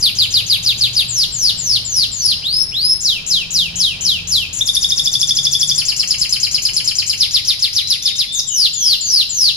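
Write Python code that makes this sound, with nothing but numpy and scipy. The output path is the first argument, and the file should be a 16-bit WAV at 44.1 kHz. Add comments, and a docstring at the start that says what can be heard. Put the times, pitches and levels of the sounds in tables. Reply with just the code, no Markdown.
"""Caged canary in a hard-walled room

A canary sings in a wire cage close to two microphones. Its song is a chain of tours: each repeats one syllable,
a nearly pure tone that the syrinx bends in pitch, with overtones and a rasp on rough notes.
Close walls answer each sweep with discrete echoes; decaying noise responses make the room ring on.
A second bird whistles gliding tones further off, over filtered-noise rumble and low engine hums."""
import sys
import numpy as np
from scipy import signal
from scipy.fft import rfft, irfft
from scipy.io import wavfile
from scipy.ndimage import uniform_filter1d, minimum_filter1d

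SR = 44100
rng = np.random.default_rng(int(sys.argv[2]) if len(sys.argv) > 2 else 0)


def dump(signal):
    """Clip the signal to [-1, 1] and save it as 16-bit WAV at the path in sys.argv[1]."""
    limited = np.clip(np.atleast_2d(signal).T, -1, 1)
    pcm = np.round(limited * 32767).astype(np.int16)
    wavfile.write(sys.argv[1], SR, pcm)


N = 421596
TIME = np.arange(N) / SR  # s


def undb(db):
    """Decibels to amplitude gain."""
    return 10 ** (np.asarray(db) / 20)


def colour(x, points):
    """Filter by a spectrum of (f/Hz, gain/dB) points, linear in dB over log frequency."""
    hz, db = np.transpose(points)
    bins_hz = np.maximum(np.arange(N // 2 + 1) * SR / N, 1)
    gain = undb(np.interp(np.log(bins_hz), np.log(hz), db))
    return irfft(rfft(x) * gain, N)


def wander(cutoff_hz):
    """Low-passed noise of unit spread: a smooth random curve."""
    lowpass = signal.butter(2, min(cutoff_hz, SR / 4), fs=SR, output="sos")
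    x = signal.sosfilt(lowpass, rng.standard_normal(N))
    return x / x.std()


# Rumble and air spectrum, relative: [f/Hz, level/dB]
RUMBLE_SPECTRUM = [(20, -6), (35, 1.5), (70, -1.5), (115, 1), (170, -1.5), (240, -11), (400, -16),
                   (800, -20), (1600, -23), (4000, -17), (13000, -41)]
# Rumble loudness over time, before trim_db: [t/s, level/dB]
RUMBLE_LEVEL = [(0, -38.5), (1.5, -39), (3.8, -39.5), (5.6, -39), (7, -41.5), (8.3, -45), (9.56, -42.5)]


def background(wide_hz=400, trim_db=1.5):
    """Low rumble, alike on both sides, that thins into diffuse air noise above wide_hz."""
    mid = colour(rng.standard_normal(N), RUMBLE_SPECTRUM) * undb(.8 * wander(6))
    side = colour(rng.standard_normal(N), RUMBLE_SPECTRUM)
    highpass = signal.butter(1, wide_hz, "high", fs=SR, output="sos")
    side = signal.sosfilt(highpass, side)
    level_db = np.interp(TIME, *np.transpose(RUMBLE_LEVEL)) + trim_db
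    return np.array([mid + side, mid - side]) / mid.std() * undb(level_db)


# Distant engine hums, before waver and drift: [start t/s, length/s, first f/Hz, last f/Hz, level/dB]
ENGINE_HUMS = [(-.1, 0.95, 100.3, 97.7, -38.5), (0.103, 1.15, 112, 121.1, -35.5),
               (1.25, 1.06, 117, 115.8, -37.5), (1.296, 1.3, 58.2, 65.4, -44),
               (3.208, 1.38, 170.4, 168, -39.5), (3.705, 1.236, 83.8, 87.9, -37.5),
               (4.997, 0.99, 149.6, 139.6, -38.5), (6.193, 1.95, 95.9, 98.94, -41.5)]


def engines(waver_db=2.0, drift=0.013):
    """Low gliding sines that swell and fade outside, unsteady in pitch and level."""
    out = np.zeros(N)
    unsteady = 1 + drift * wander(5.1)
    loudness = undb(waver_db * wander(3.4))
    for start, length, first_hz, last_hz, db in ENGINE_HUMS:
        u = np.clip((TIME - start) / length, 0, 1)
        hz = (first_hz + (last_hz - first_hz) * u) * unsteady
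        envelope = np.sqrt(np.abs(np.sin(np.pi * u)))
        out += undb(db) * envelope * np.sin(2 * np.pi * np.cumsum(hz) / SR)
    return out * loudness


def room(x, t60_s, db, build_s=.006, treble_hz=6000, treble_share=0.48):
    """Diffuse tail of decaying noise, different at each microphone; the treble dies sooner."""
    t = TIME[:SR]
    noise = rng.standard_normal((2, SR))
    lowpass = signal.butter(2, min(treble_hz, SR / 3), fs=SR, output="sos")
    low = signal.sosfiltfilt(lowpass, noise)
    decay = np.exp(-np.log(1000) * t / t60_s)
    response = low * decay + (noise - low) * decay ** (1 / treble_share)
    response *= 1 - np.exp(-t / build_s)
    response /= np.sqrt(np.sum(response ** 2, axis=1, keepdims=True))  # unit energy
    return undb(db) * signal.fftconvolve(x[None], response, axes=1)[:, :N]


def turning(x, t60_s, db, build_s, count=3):
    """As the bird turns its head it lights different walls: drift between several room responses."""
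    shares = np.array([undb(9 * wander(3)) for _ in range(count)])
    shares /= np.sqrt(np.sum(shares ** 2, axis=0))
    return sum(room(x * share, t60_s, db, build_s) for share in shares)


def close_walls(x, echoes, lag_ms, sway_ms=0.1136):
    """Direct sound plus first echoes, whose paths change as the bird sways; they beat against each sweep."""
    out = np.interp(TIME - lag_ms / 1000, TIME, x)
    for ms, db in echoes:
        delay_s = (ms + sway_ms * wander(2)) / 1000
        out += undb(db) * np.interp(TIME - delay_s, TIME, x)
    return out


# Far whistles, before pitch waver: [start t/s, length/s, first f/Hz, last f/Hz, level/dB]
FAR_CALLS = [(2.175, 0.21, 4330, 5080, -19), (3.721, 0.15, 2910, 3476, -29), (3.978, 0.2, 2930, 3450, -30),
             (7.755, 0.16, 3840, 4073, -20.5), (8.004, 0.16, 3450, 3760, -21.5),
             (8.26, 0.16, 3360, 3760, -20.5), (8.433, 0.12, 3655, 2900, -30.5),
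             (8.73, 0.16, 3600, 3170, -25), (8.985, 0.18, 4180, 5020, -19)]


def far_bird(waver=0.0199):
    """Soft, slightly unsteady whistles that glide quickly at first and level off."""
    out = np.zeros(N)
    unsteady = 1 + waver * wander(95)
    for start, length, first_hz, last_hz, db in FAR_CALLS:
        span = slice(*np.searchsorted(TIME, [start, start + length]))
        u = (TIME[span] - start) / length
        hz = (last_hz + (first_hz - last_hz) * (1 - u) ** 2) * unsteady[span]
        envelope = np.sqrt(np.abs(np.sin(np.pi * u)))
        out[span] += undb(db) * envelope * np.sin(2 * np.pi * np.cumsum(hz) / SR)
    return out


RASP_FROM_HZ, RASP_SPAN_HZ = 5400, 1190  # the voice turns hoarse across this range
SCATTER_PITCH, SCATTER_DB = .004, 0.16  # syllable-to-syllable spread
# Throat gain by pitch: [f/Hz, level/dB]
THROAT_GAIN = [(1800, -5), (2500, -15.5), (3000, -11), (3400, -4.5), (3850, 0.5), (4300, -2.5), (5200, 1.5),
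               (5800, -5), (6500, -9.5), (7500, -12)]


def tour(stroke, beats_s, lengths=1, pitches=1, accents_db=0, db=0, attack_ms=5, release_ms=8, swell_db=0,
         rough=0, rasp=0, slowing_per_s=0, sag_per_s=0, tiring_db_per_s=0):
    """Repeat a stroke on each beat, drifting in length, pitch and effort.

    Returns pitch times pressure, pressure, roughness times pressure."""
    stroke_ms, stroke_hz = np.transpose(stroke)
    chance = rng.standard_normal((len(beats_s), 2))
    into_tour_s = np.asarray(beats_s) - np.mean(beats_s)
    lengths = lengths * (1 + slowing_per_s * into_tour_s)
    pitches = pitches * (1 - sag_per_s * into_tour_s + SCATTER_PITCH * chance[:, 0])
    efforts_db = db + accents_db - tiring_db_per_s * into_tour_s + SCATTER_DB * chance[:, 1]
    controls = np.zeros((3, N))
    for beat, length, pitch, effort_db in zip(beats_s, lengths, pitches, efforts_db):
        span = slice(*np.searchsorted(TIME, beat + length * stroke_ms[[0, -1]] / 1000))
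        t_ms = (TIME[span] - beat) * 1000 / length  # stroke time, before stretching
        hz = pitch * np.interp(t_ms, stroke_ms, stroke_hz)
        attack = np.clip((t_ms - stroke_ms[0]) / attack_ms, 0, 1)
        release = np.clip((stroke_ms[-1] - t_ms) / release_ms, 0, 1)
        swell = swell_db * np.linspace(-.5, .5, len(hz))
        throat_db = np.interp(hz, *np.transpose(THROAT_GAIN))
        pressure = attack * release * undb(effort_db + swell + throat_db)
        hoarse = rough + rasp * np.clip((hz - RASP_FROM_HZ) / RASP_SPAN_HZ, 0, 1)
        controls[:, span] += pressure * np.array([hz, np.ones(len(hz)), hoarse])
    return controls


# Slur strokes, hoarse high and cleaner low: [t/ms from beat, f/Hz]
SLUR_HIGH = [(-38, 5800), (-30, 7300), (-6, 5200)]
SLUR_LOW = [(-4, 5150), (27, 3950), (64, 2650), (70, 2100)]
# Slur beats: [t/s]
SLUR_BEATS = [.028, .188, .341, .5, .663, .812, .967]


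def slur_tour():
    """Opening slurs: the two sides of the syrinx alternate a hoarse high stroke and a clean low one."""
    high = tour(SLUR_HIGH, SLUR_BEATS, db=-11.5, attack_ms=3.3, release_ms=6.8, rough=0.77)
    low = tour(SLUR_LOW, SLUR_BEATS, db=-6.5, attack_ms=3.6, release_ms=4.6, swell_db=-2.5, rough=.1,
               slowing_per_s=-.15, sag_per_s=0.00497, tiring_db_per_s=0.5)
    return high + low


# Falling stroke: [t/ms from beat, f/Hz]
SWEEP_STROKE = [(-14, 7650), (0, 7480), (32, 7020), (96, 5800), (176, 4170), (192, 3150), (204, 2700)]
# Sweep syllables: [beat t/s, length factor, pitch factor, level/dB]
SWEEP_SYLLABLES = [(1.093, .78, 1.0, -1), (1.333, 0.89, 0.99, -0.5), (1.587, 0.96, .99, -1.7),
                   (1.86, 0.97, 0.98, -1.6), (2.129, 1.048, 0.98, -2.1), (8.482, .97, 0.97, .3),
                   (8.744, 1.05, 0.96, .3), (9.02, 1.057, 0.95, 0.1), (9.305, 1.023, .96, 0.4)]


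def sweep_tours():
    """Long falling sweeps in two runs: one syringeal stroke per beat."""
    return tour(SWEEP_STROKE, *np.transpose(SWEEP_SYLLABLES), db=-6.5, attack_ms=5, release_ms=4.7,
                swell_db=-1, rough=0.12)


# Rising stroke: [t/ms from beat, f/Hz]
RISE_STROKE = [(-12.5, 2000), (-1, 2720), (15, 3300), (50.5, 4050), (116, 5080), (140, 5200), (208, 5340)]
# Rise syllables: [beat t/s, length factor]
RISE_SYLLABLES = [(2.431, 1.0), (2.727, 1.06)]


def rise_tour():
    """Slow rises: pitch climbs as pressure swells."""
    return tour(RISE_STROKE, *np.transpose(RISE_SYLLABLES), db=-11.0, attack_ms=12, release_ms=15.4,
                swell_db=9.5, rough=0.0077)


# Up-then-down stroke: [t/ms from beat, f/Hz]
SWOOP_STROKE = [(-2.5, 5500), (4, 7450), (24, 6700), (50.5, 5220), (75, 4170), (111, 3330), (198, 2250)]
# Swoop syllables: [beat t/s, length factor]
SWOOP_SYLLABLES = [(3.007, 0.97), (3.265, .93), (3.507, 0.96), (3.758, 0.99), (4.01, .98), (4.274, 0.97)]


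def swoop_tour():
    """Slow swoops: a quick rise into a long fall, raspy at the top."""
    return tour(SWOOP_STROKE, *np.transpose(SWOOP_SYLLABLES), db=-8.5, attack_ms=1.85, release_ms=26,
                swell_db=-2.5, rough=0.037, rasp=0.47)


# Hoarse lead-in, high and low trill strokes: [t/ms from beat, f/Hz]
LEAD_IN_STROKE = [(0, 6200), (10, 7300), (58, 6800), (76, 5230)]
TRILL_HIGH = [(-39, 7450), (-29.5, 6500), (-9.5, 4450)]
TRILL_PIP = [(-4, 3230), (1.5, 3540), (9.5, 3740)]
# Lead-in and trill beats: [t/s]
LEAD_IN_BEATS = [4.526]
TRILL_BEATS = [4.612, 4.691, 4.769, 4.846, 4.921, 4.997, 5.075, 5.155, 5.231, 5.309, 5.388, 5.469, 5.552,
               5.631, 5.715]


def trill_tour():
    """A hoarse note, then fast alternation of a rough high stroke and a clean low pip."""
    lead_in = tour(LEAD_IN_STROKE, LEAD_IN_BEATS, db=-8.0, attack_ms=6.4, release_ms=9.4, swell_db=-1,
                   rough=.8)
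    high = tour(TRILL_HIGH, TRILL_BEATS[1:], db=-7, attack_ms=1.1, release_ms=2.9, rough=0.34, rasp=0.09,
                slowing_per_s=.14, tiring_db_per_s=-2.5)
    pip = tour(TRILL_PIP, TRILL_BEATS, db=-1.9, attack_ms=3.84, release_ms=7.4, rough=0.048,
               slowing_per_s=-.15, sag_per_s=0.0353, tiring_db_per_s=0)
    return lead_in + high + pip


# Chip strokes, in order: [t/ms from beat, f/Hz]
CHIP_HIGH = [(-31, 5600), (-24, 7300), (-16, 7150), (-2, 5600)]
CHIP_LOW = [(-2, 5550), (10, 4750), (21, 4150), (27, 3800)]
CHIP_TAIL = [(33, 3400), (40, 2900), (49, 1950)]
# Chip beats: [t/s]
CHIP_BEATS = [5.779, 5.883, 5.994, 6.105, 6.213, 6.324, 6.43, 6.543, 6.651, 6.764, 6.875, 6.984, 7.095]


def chip_tour():
    """Fast chips: a hoarse high stroke, a cleaner fall and a short falling tail."""
    high = tour(CHIP_HIGH, CHIP_BEATS, db=-6, attack_ms=0.89, release_ms=11.6, rough=0.704)
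    low = tour(CHIP_LOW, CHIP_BEATS, db=-8.0, attack_ms=4.2, release_ms=6.6, swell_db=-12, rough=0.19,
               slowing_per_s=-.08, sag_per_s=0.01526)
    tail = tour(CHIP_TAIL, CHIP_BEATS, db=-6.5, attack_ms=5.6, release_ms=7.2, rough=0.35)
    return high + low + tail


# Chop strokes: [t/ms from beat, f/Hz]
CHOP_HIGH = [(-38.5, 4600), (-27, 7200), (-17.5, 6600), (-6, 5400)]
CHOP_LOW = [(-12, 5900), (0, 5050), (21, 3700), (35, 2950), (60, 1800)]
# Chop beats: [t/s]
CHOP_BEATS = [7.211, 7.346, 7.486, 7.628, 7.767, 7.909, 8.06, 8.193]


def chop_tour():
    """Chops: a hoarse high stroke runs into a cleaner fall that weakens."""
    high = tour(CHOP_HIGH, CHOP_BEATS, db=-12.5, attack_ms=3.6, release_ms=5.4, rough=0.734)
    low = tour(CHOP_LOW, CHOP_BEATS, db=-8.5, attack_ms=10.7, release_ms=23.6, swell_db=-10, rough=0.18,
               rasp=0.21, sag_per_s=0.01102, tiring_db_per_s=2.5)
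    return high + low


# Link stroke: [t/ms from beat, f/Hz]
LINK_STROKE = [(-8.5, 6800), (0.5, 8300), (24, 6650), (45.5, 6500), (60.5, 6100), (71.5, 4050)]
# Link beat: [t/s]
LINK_BEATS = [8.33]


def link_note():
    """The short hoarse fall that leads back to the sweeps."""
    return tour(LINK_STROKE, LINK_BEATS, db=-4.5, attack_ms=6.3, release_ms=6.1, rough=0.312)


def syrinx(controls, jitter=0.0541, shimmer=1.0, waver=0.004045, second_db=-25, third_db=-31, fourth_db=-37,
           richness=1.0, air_db=-21):
    """A near sine, richer in overtones on low notes; uneven labia flutter it into a rasp."""
    pressure = controls[1]
    hz, rough = controls[[0, 2]] / (pressure + 1e-9)
    unsteady = 1 + waver * wander(39.2) + jitter * rough * wander(930)
    phase = 2 * np.pi * np.cumsum(hz * unsteady) / SR
    tone = np.sin(phase)
    overtones = (4500 / np.maximum(hz, 3000)) ** richness  # unity at 4500 Hz
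    for k, db in enumerate([second_db, third_db, fourth_db], 2):
        below_nyquist = np.clip((SR / 2 - k * hz) / 2000, 0, 1)
        # the moving beak and throat make each overtone come and go
        gain = undb(db + 4.4 * wander(61))
        tone += overtones * below_nyquist * gain * np.sin(k * phase)
    # turbulent air hisses above the tone, most on low and rough notes
    air = colour(rng.standard_normal(N), [(3000, -15), (7000, 2.5), (10000, 5), (12500, -2.0)])
    tone += undb(air_db) * overtones * np.sqrt(np.abs(rough)) * air
    flutter = 1 + np.tanh(shimmer * rough * wander(720))
    return tone * pressure * flutter


def canary():
    """The whole song: pitch, pressure and roughness of every tour drive one syrinx."""
    slow = sweep_tours() + rise_tour() + swoop_tour()
    fast = slur_tour() + trill_tour() + chip_tour() + chop_tour()
    return syrinx(slow + fast + link_note())


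# Echoes from the cage tray and close walls, per microphone: [delay t/ms, level/dB]
ECHOES_LEFT = [(1.3, -22), (3.401, -12), (9.7, -7)]
ECHOES_RIGHT = [(1.7, -6.5), (4.2, -7.5), (7.3, -28), (11.2, -37)]
# Colour of the late ring: [f/Hz, level/dB]
ROOM_COLOUR = [(2500, 0), (3100, -.5), (3580, -7), (4200, -.5), (5500, .5), (7200, 1), (11000, 2)]
# Colour of each microphone, birds only: [f/Hz, level/dB]
MIC_LEFT = [(1500, 0), (3000, 0), (5000, -3), (6500, -2), (7550, 3), (8100, -84), (8600, 0.5), (9500, 7),
            (10700, 13.5), (13000, 5)]
MIC_RIGHT = [(1500, -2), (3000, -0.5), (4200, -4), (5300, -6.5), (6200, -4), (7000, -11), (7550, -8.5),
             (8100, -13.5), (9500, -5), (10700, 1.5), (13000, -5.5)]


def scene():
    """Both birds in the room, heard by two microphones, with the background."""
    bed = background() + engines()
    far, near = far_bird(), canary()
    birds = np.array([close_walls(near, ECHOES_LEFT, lag_ms=0.042),
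                      close_walls(near, ECHOES_RIGHT, lag_ms=0)])
    # cage bars and nearby walls scatter a quick cloud of echoes; the room rings on behind it
    birds += turning(near, t60_s=.13, db=-4.5, build_s=.002)
    birds += turning(colour(near, ROOM_COLOUR), t60_s=.62, db=-5, build_s=.008)
    # the far bird arrives mostly by way of the walls
    birds += room(far, t60_s=.45, db=1, build_s=.003) + undb(-12) * far
    return np.array([colour(birds[0], MIC_LEFT), colour(birds[1], MIC_RIGHT)]) + bed


TOP_HZ = 13300


def record(dry):
    """A limiter holds the peaks under full scale; the recorder cuts the top above TOP_HZ."""
    gain = np.minimum(1, .94 / (np.abs(dry).max(axis=0) + 1e-9))
    gain = uniform_filter1d(minimum_filter1d(gain, size=220), size=220)  # 5 ms
    lowpass = signal.ellip(10, .2, 80, TOP_HZ, fs=SR, output="sos")
    return signal.sosfilt(lowpass, dry * gain)


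dry = scene()
out = record(dry)
dump(out)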